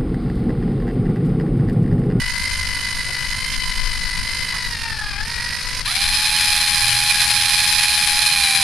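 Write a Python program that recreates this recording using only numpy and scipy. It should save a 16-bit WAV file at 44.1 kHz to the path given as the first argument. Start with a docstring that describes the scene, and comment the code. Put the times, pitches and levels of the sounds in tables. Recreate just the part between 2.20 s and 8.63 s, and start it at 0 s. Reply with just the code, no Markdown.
"""A small geared servo whines and throbs: the hoist of a plastic model crane on a garden slab.
It sags under load and stops; the slewing drive then starts, closer, faster and raspier, and
squeals as the turntable binds. Off-centre gears make the mesh tones throb; pinion teeth strike
the gear trains and ring the plastic housings. Joints creak as the jib rises.
Behind it, a light breeze buffets the microphone over a low rumble and distant hums."""
import sys
import numpy as np
from scipy.fft import rfft, irfft, next_fast_len
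from scipy.io import wavfile
from scipy.ndimage import map_coordinates

SR = 44100
rng = np.random.default_rng(int(sys.argv[2]) if len(sys.argv) > 2 else 0)


def int16_out(signal):
    """Quantize to a 16-bit WAV file."""
    q = np.round(np.clip(np.atleast_2d(signal).T, -1, 1) * 32767)
    wavfile.write(sys.argv[1], SR, q.astype(np.int16))


N = 283563
T = np.arange(N) / SR

PINION_TEETH, MARKS_PER_TURN, TOP_HZ = 10, 700, 13300
HOIST_STOP_S, SLEW_START_S = 3.626, 3.646
HOIST_CRUISE_RPS, SLEW_CRUISE_RPS = 49.356, 82.984  # shaft turns per second
SPIN_UP_RPS, SPIN_UP_TAU_S, BED_IN_TAU_S = 42.855, .059, .31
BIND_AT_S, BIND_RISE_S, BIND_DRAG_RPS = 6.085, .209, 4.113
UPPER_DB_PER_RPS, RATTLE_DB_PER_RPS, TREBLE_DB_PER_RPS = .6, .37, .23  # slower hoist: softer, duller
BREEZE_DB, LULL_AT_S, LULL_DB_PER_S = -32.5, 2.94, 3
RUMBLE_DB, RUMBLE_FADE_DB_PER_S = -35.5, .56
# Each triple: running level, change at start, change while binding.
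SLEW_WHINE_DB, SLEW_RATTLE_DB, SLEW_TREBLE_DB = (-34.5, -6.5, -2.5), (-21.5, -4, 0), (-3, -3.5, 1)
# Off-centre gears, in cycles per shaft turn.
HOIST_RATIOS, SLEW_RATIOS = (1 / 4, 5 / 3, 1, 4 / 3, 2), (1 / 4, 1 / 3, 1, 2)
WINCH_RATIOS = (1 / 12, 1 / 4, 1 / 3)

# Runout of those gears, in the same order. Each row: swing in dB, tight spot in cycles.
HOIST_RUNOUT_DB = [(0.58, 0.04), (0, 0.74), (3, 0.092), (0.82, 0.28), (0.53, 0.66)]
SLEW_RUNOUT_DB = [(0.53, 0.84), (0.15, 0.13), (2.08, 0.84), (0.9, 0.19)]
WINCH_RUNOUT_DB = [(0.47, 0.54), (1.1, 0.37), (0.36, 0.7)]
# Mesh overtones. Each row: multiple of shaft speed, relative level in dB.
HOIST_OVERTONES_DB = [(10, -38), (19, -20), (29, -18), (31, -15.5), (40, 0), (49, -19), (71, -16),
                      (80, -6.5), (91, -8), (99, -7)]
SLEW_OVERTONES_DB = [(9, -20), (20, 0.5), (29, 6.5), (30, 2.5), (36, 2), (39, -0.5), (44, 1), (49, -7),
                     (50, 5.5), (60, 7.5)]
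SQUEAL_OVERTONES_DB = [(30, -24), (50, -20)]
# The load eases or catches. Each row: centre and half length in seconds, extra turns per second.
HOIST_SURGES_RPS = [(.272, .171, 1.905), (.72, .442, 1.057), (1.277, .15, 2.228), (1.655, .223, 1.467),
                    (2.171, .189, 2.041), (2.55, .068, -1.207)]
SLEW_SURGES_RPS = [(4.048, .189, 1.698), (4.71, .11, -.92), (5.296, .037, -1.086), (5.562, .178, .561),
                   (6.028, .062, 1.171)]
# The winch takes the weight, then comes free. Each row: time in seconds, turns per second lost.
HOIST_DRAG_RPS = [(2.482, 0), (2.955, 9.3), (3.11, 1.7), (3.313, 1.16), (3.664, -1.78)]
# Hoist mix. Each row: time in seconds, then gains in dB for lower whine, upper whine, rattle, its treble.
HOIST_MIX_DB = [(0, -23, -31.5, -31, -6.5), (1.45, -26.5, -30, -32, -6.5), (2.4, -25.5, -28.5, -31, -8),
                (3.6, -29, -38, -29, -9.5)]
# Lower whine under load. 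Each row: centre and half length in seconds, change in dB.
HOIST_STRAIN_DB = [(2.57, .055, -5), (2.75, .07, .5), (2.845, .015, -6), (2.94, .04, -6), (3.01, .03, 2.5),
                   (3.09, .035, -4.5), (3.27, .1, 2), (3.42, .05, -5), (3.57, .08, -2)]
# Once-a-turn chirrup. Each row: time in seconds, level in dB.
CHIRRUP_DB = [(0, -33), (.22, -38), (.5, -33), (.95, -36), (1.42, -31.5), (1.95, -37), (2.3, -33),
              (2.5, -40), (2.7, -32.5), (2.85, -50)]
# Winch groans. Each row: centre and half length in seconds, multiple of shaft speed, level in dB.
GROANS_DB = [(2.65, .07, 51, -37), (2.89, .09, 29, -38), (2.94, .07, 60, -34), (2.95, .06, 50, -36),
             (3.25, .2, 50, -35), (3.3, .25, 35, -38)]
# Hum of bedded-in teeth. Each row: multiple of shaft speed, level in dB, change while binding in dB.
SLEW_HUMS_DB = [(10, -32.5, 1), (13, -45, 5)]
# Broad housing colour. Each row: frequency in Hz, gain in dB.
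HOIST_SHELL_DB = [(200, -42), (400, -6), (750, -17), (1100, -12.5), (1700, -3), (2600, -7.5), (3750, -8.5),
                  (4050, -2), (5200, 0), (5650, -9), (6800, -0.5), (9700, -8), (11500, -7.5),
                  (13000, -28.5)]
SLEW_SHELL_DB = [(300, -111), (520, -34.5), (740, -10.5), (1400, -10.5), (1700, -2), (2800, -3),
                 (3500, -1.5), (5200, -8), (6000, -8.5), (9250, -9.5), (9550, 0), (10250, 1), (10550, -8.5),
                 (13000, -16)]
# Housing peaks and notches. Each row: centre in Hz, width in Hz, gain in dB.
HOIST_MODES_DB = [(1600, 40, 0.5), (2440, 116, 4), (3020, 36, 5), (4740, 160, -0.5), (6260, 92, -23),
                  (7380, 700, -11.5), (8960, 190, 10), (9630, 250, 8.5)]
SLEW_MODES_DB = [(1640, 110, 1.5), (2054, 51, -6.5), (2420, 110, 7.5), (2876, 130, -8), (4118, 210, 10),
                 (4704, 150, -8.5), (4867, 610, 8.5), (7580, 450, -6), (8360, 110, 7.5)]
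# Drive position. Each row: frequency in Hz, left minus right in dB.
HOIST_PAN_DB = [(600, 0.5), (1200, 0.5), (2200, 2), (4000, 0.5), (7400, -1.5), (13000, -3)]
SLEW_PAN_DB = [(600, -1), (1200, -0.3), (2200, 2), (4000, -1), (7400, 0.3), (13000, -0.7)]
# Drive width. Each row: frequency in Hz, side against mid in dB.
HOIST_WIDTH_DB = [(600, -10), (2000, -14), (4000, -11.5), (7400, -1), (9500, -2.5), (13000, -9)]
SLEW_WIDTH_DB = [(600, -21), (2200, -9.5), (4000, -12), (7400, -2.5), (10000, -9), (13000, -18)]
# Shifting joints. Each row: centre in seconds, level in dB, band centre in Hz.
JOINT_CREAKS = [(.9, -42, 520), (1.338, -31, 2750), (2.348, -32, 1200)]
# Gusts. Each row: centre and half length in seconds, rise over the breeze in dB.
GUSTS_DB = [(.35, 0.31, 2), (1.7, 0.41, 7), (3.87, 0.048, 12), (4.3, 0.085, 4), (4.6, 0.046, 9.5),
            (5.94, 0.054, 11)]
# Background spectra. Each row: frequency in Hz, relative level in dB.
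BUFFET_SPECTRUM_DB = [(8, -5.5), (22, -1.5), (35, 0.5), (60, -21), (120, -34), (300, -86)]
RUMBLE_SPECTRUM_DB = [(25, -31), (60, 3.5), (115, -1), (160, -4.5), (230, -9), (310, -18.5), (420, -41.5),
                      (1000, -13.5), (4000, -74)]
# Distant hums. Each row: centre and half length in seconds, pitch in Hz, level in dB.
DISTANT_HUMS = [(0.398, 0.2, 80.6, -31.5), (4.71, 0.14, 118.3, -31), (5.13, 0.15, 115.3, -35)]


def hoist():
    """Loaded winch motor: throbs once per shaft turn, goes dull and rough as it slows."""
    drag_rps, = curves(HOIST_DRAG_RPS)
    excess_rps = swells(HOIST_SURGES_RPS) - drag_rps
    turns, load = gear_train(HOIST_CRUISE_RPS + excess_rps, HOIST_RATIOS, HOIST_RUNOUT_DB, uneven_db=.5)
    lower_db, upper_db, rattle_db, bright_db = curves(HOIST_MIX_DB)
    mesh = winch_whine(turns, load, drag_rps)
    lower = lowpass(mesh, 2400)
    tone = amp(lower_db + swells(HOIST_STRAIN_DB)) * lower
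    tone += amp(upper_db + UPPER_DB_PER_RPS * excess_rps) * (mesh - lower)
    tone += winch_side_tones(turns, load, drag_rps)
    blows = tooth_blows(turns, load ** .85, scatter_teeth=.05, scatter_db=2, rub=1.7, grip=.5,
                        wear_turns=1, wear_share=.35)
    ring = housing(dispersed(blows, spread_s=.0016), HOIST_SHELL_DB, HOIST_MODES_DB,
                   body_db=1.5, treble_db=1.5 + bright_db + TREBLE_DB_PER_RPS * excess_rps)
    rattle = amp(rattle_db + RATTLE_DB_PER_RPS * excess_rps) * ring
    powered = gate(-1, HOIST_STOP_S, ramp_s=.008)
    coasting = .41 * gate(-1, HOIST_STOP_S + .05, ramp_s=.03)
    sound = tone * powered + rattle * np.maximum(powered, coasting) + creaks(half_s=.021)
    return placed(sound, HOIST_PAN_DB, HOIST_WIDTH_DB)


def winch_whine(turns, load, drag_rps):
    """Slow winch gears flutter the whine; it dips once per turn of the slowest."""
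    mesh = whine(turns, load, HOIST_OVERTONES_DB, sway_teeth=.027, spot_turns=.16,
                 play_teeth=.02 + .002 * np.maximum(drag_rps, 0), flutter_db=1.5, slack=.5)
    dip_db = -7 * np.exp(12 * (np.cos(2 * np.pi * (WINCH_RATIOS[0] * turns - .56)) - 1))
    mesh *= amp(runout_db(turns, WINCH_RATIOS, WINCH_RUNOUT_DB) + dip_db)
    return filtered(mesh, lambda hz: amp(modes_db(HOIST_MODES_DB, hz)), causal=True)


def winch_side_tones(turns, load, drag_rps):
    """A chirrup at the tight spot; under load, groans and a growing hum an octave below the whine."""
    chirrup = amp(curves(CHIRRUP_DB)[0]) * whine(
        turns, load, [(60, 0)], sway_teeth=.026, spot_turns=.14, play_teeth=.007, flutter_db=1.2, slack=.7)
    groans = np.zeros(N)
    for at_s, half_s, multiple, db in GROANS_DB:
        groans += swells([(at_s, half_s, amp(db))]) * whine(
            turns, load, [(multiple, 0)], sway_teeth=.03, spot_turns=.1, play_teeth=.02,
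            flutter_db=2, slack=.5)
    hum_db = -42.5 + .35 * drag_rps + 3.9 * wobble(28.02)
    return chirrup + groans + np.sqrt(load) * amp(hum_db) * tooth_harmonic(turns, 2)


def slew():
    """Turntable motor: jerks into motion with a chirp, chatters under light load, squeals as it binds."""
    age_s = np.maximum(T - SLEW_START_S, 0)
    bind = np.clip((T - BIND_AT_S) / BIND_RISE_S, 0, 1)
    speed_rps = SLEW_CRUISE_RPS - SPIN_UP_RPS * np.exp(-age_s / SPIN_UP_TAU_S)
    speed_rps += swells(SLEW_SURGES_RPS) - BIND_DRAG_RPS * bind
    turns, load = gear_train(speed_rps * (age_s > 0), SLEW_RATIOS, SLEW_RUNOUT_DB, uneven_db=.83)
    starting, binding = np.exp(-age_s / BED_IN_TAU_S), np.sqrt(bind)
    state = np.array([np.ones(N), starting, binding])
    whine_db, rattle_db, bright_db = np.array([SLEW_WHINE_DB, SLEW_RATTLE_DB, SLEW_TREBLE_DB]) @ state
    tone = amp(whine_db) * whine(turns, load, SLEW_OVERTONES_DB, sway_teeth=.037, spot_turns=.8,
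                                 play_teeth=.022, flutter_db=4, slack=.54)
    squeal = swells([(6.22, .17, 1)]) * whine(turns, load, SQUEAL_OVERTONES_DB, sway_teeth=.03,
                                              spot_turns=.85, play_teeth=.018, flutter_db=2.5, slack=.6)
    hum = sum(amp(db + bind_db * binding + 1.2 * wobble(14)) * np.sin(2 * np.pi * multiple * turns)
              for multiple, db, bind_db in SLEW_HUMS_DB)
    chirp = swells([(3.688, .028, amp(-32))]) * (tooth_harmonic(turns, 2) + tooth_harmonic(turns, 3))
    blows = tooth_blows(turns, load, scatter_teeth=.23, scatter_db=2.6, rub=.9, grip=.3,
                        wear_turns=4, wear_share=.3)
    powered = gate(SLEW_START_S, 7, ramp_s=.01)
    ring = housing(dispersed(blows * powered, spread_s=.003), SLEW_SHELL_DB, SLEW_MODES_DB,
                   body_db=-1, treble_db=bright_db - 2)
    sound = (tone + (1 - starting) * hum + chirp) * powered + squeal + amp(rattle_db) * ring
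    return placed(sound, SLEW_PAN_DB, SLEW_WIDTH_DB)


def gear_train(speed_rps, ratios, runout, uneven_db):
    """Wavering shaft angle in turns, and tooth load at rms 1."""
    waver_turns = .0045 * wobble(14) * (speed_rps > 0)
    turns = np.maximum.accumulate(np.cumsum(speed_rps) / SR + waver_turns)
    return turns, unit(amp(runout_db(turns, ratios, runout) + uneven_db * wobble(70)))


def runout_db(turns, ratios, runout):
    """Off-centre gears tighten and slacken the mesh."""
    return sum(swing_db * np.cos(2 * np.pi * (ratio * turns - spot))
               for ratio, (swing_db, spot) in zip(ratios, runout))


def whine(turns, load, overtones, sway_teeth, spot_turns, play_teeth, flutter_db, slack):
    """Mesh tone: the off-centre pinion sways its phase, backlash jitters it, slack teeth cut it off."""
    error_teeth = play_teeth * wobble(110) - sway_teeth * np.cos(2 * np.pi * (turns - spot_turns))
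    angle_turns = turns + error_teeth / PINION_TEETH
    tone = np.zeros(N)
    for multiple, db in overtones:
        flutter = unit(amp(flutter_db * wobble(40)))
        tone += amp(db) * flutter * np.sin(2 * np.pi * (multiple * angle_turns + rng.random()))
    contact = np.tanh(2 * np.maximum(load - slack, 0))
    return unit(contact) * tone


def tooth_harmonic(turns, order):
    """One clean harmonic of the tooth rate."""
    return np.sin(2 * np.pi * order * PINION_TEETH * turns)


def tooth_blows(turns, load, scatter_teeth, scatter_db, rub, grip, wear_turns, wear_share):
    """One click per tooth, uneven in time and size, plus the scrape of sliding flanks."""
    teeth = PINION_TEETH * turns
    number = np.arange(1, int(teeth[-1]))
    timing, size = rng.standard_normal((len(number), 2)).T
    at_samples = np.interp(number + scatter_teeth * timing, teeth, np.arange(N)).astype(int)
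    clicks = np.bincount(at_samples, amp(scatter_db * size), N)
    scrape = flanks(turns, wear_turns, wear_share) * np.exp(grip * np.cos(2 * np.pi * teeth))
    return load * (unit(clicks - clicks.mean()) + rub * unit(scrape))


def flanks(turns, wear_turns, wear_share):
    """Sliding noise: hiss, plus buzz from wear marks that return every wear_turns."""
    marks = rng.standard_normal(MARKS_PER_TURN * wear_turns)
    buzz = unit(map_coordinates(marks, [turns * MARKS_PER_TURN % len(marks)], mode="grid-wrap"))
    return np.sqrt(wear_share) * buzz + np.sqrt(1 - wear_share) * rng.standard_normal(N)


def dispersed(x, spread_s):
    """The frame smears each blow: arrival time varies with frequency."""
    delays_s = spread_s * (rng.random(64) - .5)
    lag_s = lambda hz: np.interp(hz, np.linspace(0, TOP_HZ, len(delays_s)), delays_s)
    return filtered(x, lambda hz: np.exp(-2j * np.pi * np.cumsum(lag_s(hz)) * hz[1]))


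def housing(blows, shell, modes, body_db, treble_db):
    """The plastic shell rings with the blows; it is too small to radiate bass."""
    ring = filtered(blows, lambda hz: amp(along(shell, hz) + modes_db(modes, hz)), causal=True)
    ring = filtered(ring, lambda hz: hz ** 4 / (hz ** 4 + 450 ** 4))
    body = lowpass(ring, 5800)
    return amp(body_db) * unit(body) + amp(treble_db) * unit(ring - body)


def modes_db(modes, hz):
    """Housing resonances and notches as Gaussian bumps."""
    return sum(db * np.exp(-2 * ((hz - centre_hz) / width_hz) ** 2) for centre_hz, width_hz, db in modes)


def placed(x, pan, width):
    """Turning gears radiate in shifting directions, so left and right differ a little."""
    side = filtered(x * unit(np.sin(2 * wobble(60))), lambda hz: amp(along(width, hz)))
    return filtered(np.array([x + side, x - side]), lambda hz: amp(np.outer([.5, -.5], along(pan, hz))))


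def creaks(half_s):
    """Plastic joints shift as the jib rises: short dry scrapes, each in its own band."""
    sound = np.zeros(N)
    for at_s, db, band_hz in JOINT_CREAKS:
        band = filtered(rng.standard_normal(N), lambda hz: 1 / (1 + 4 * np.log2((hz + 1) / band_hz) ** 4))
        sound += swells([(at_s, half_s, amp(db))]) * unit(band)
    return sound


def breeze():
    """A dying breeze gusts on the microphone ports, mostly the left."""
    level_db = BREEZE_DB - LULL_DB_PER_S * np.maximum(T - LULL_AT_S, 0) + swells(GUSTS_DB)
    common, left, right = coloured_noise(3, BUFFET_SPECTRUM_DB)
    return amp(level_db) * unit(np.array([left, right]) + .48 * common) * amp([[3.5], [-6]])


def rumble():
    """Low outdoor noise, slowly fading."""
    mid, side = coloured_noise(2, RUMBLE_SPECTRUM_DB)
    return amp(RUMBLE_DB - RUMBLE_FADE_DB_PER_S * T) * unit(mid + .26 * np.array([side, -side]))


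def distant_hums():
    """Brief low tones with wavering phase."""
    return sum(swells([(at_s, half_s, amp(db))]) * np.sin(2 * np.pi * hz * T + .24 * wobble(6.2))
               for at_s, half_s, hz, db in DISTANT_HUMS)


def amp(db):
    """Decibels to gain."""
    return 10 ** (np.asarray(db) / 20)


def unit(x):
    """Scale to rms 1."""
    return x / np.sqrt(np.mean(x ** 2) + 1e-20)


def along(points, hz):
    """Read (Hz, dB) points on a log frequency axis."""
    points_hz, db = np.transpose(points)
    return np.interp(np.log(hz + 1), np.log(points_hz + 1), db)


def curves(rows):
    """Per-sample curve for each column after the time."""
    times_s, *columns = np.transpose(rows)
    return [np.interp(T, times_s, column) for column in columns]


def swells(rows):
    """Summed bumps. Each row: centre and half length in seconds, height."""
    return sum(height * np.exp(-((T - at_s) / half_s) ** 2) for at_s, half_s, height in rows)


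def wobble(rate_hz):
    """Smooth random curve, rate_hz knots per second."""
    return map_coordinates(rng.standard_normal(int(N * rate_hz / SR) + 4), [T * rate_hz])


def gate(start_s, stop_s, ramp_s):
    """On/off envelope with linear ramps."""
    return np.clip((T - start_s) / ramp_s, 0, 1) * np.clip((stop_s - T) / ramp_s, 0, 1)


def filtered(x, gain, causal=False):
    """Apply gain(hz); causal uses minimum phase, so ringing follows each blow."""
    size = 2 * next_fast_len(N // 2 + 8192)
    response = gain(np.fft.rfftfreq(size, 1 / SR))
    if causal:
        cepstrum = irfft(np.log(np.maximum(response, 1e-6)))
        response = np.exp(rfft(np.r_[cepstrum[0], 2 * cepstrum[1:size // 2]], size))
    return irfft(rfft(x, size) * response, size)[..., :N]


def lowpass(x, cutoff_hz, order=24):
    """Steep zero-phase low-pass."""
    return filtered(x, lambda hz: 1 / (1 + (hz / cutoff_hz) ** order))


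def coloured_noise(count, spectrum):
    """Independent noises with one spectrum."""
    return filtered(rng.standard_normal((count, N)), lambda hz: amp(along(spectrum, hz)))


def scene():
    """Both drives in the open air."""
    return hoist() + slew() + breeze() + rumble() + distant_hums()


def record(dry):
    """Soft-clip the highest peaks, then band-limit."""
    rounded = dry / (1 + (dry / .75) ** 6) ** (1 / 6)
    return lowpass(rounded, TOP_HZ, order=100)


dry = scene()
out = record(dry)
int16_out(out)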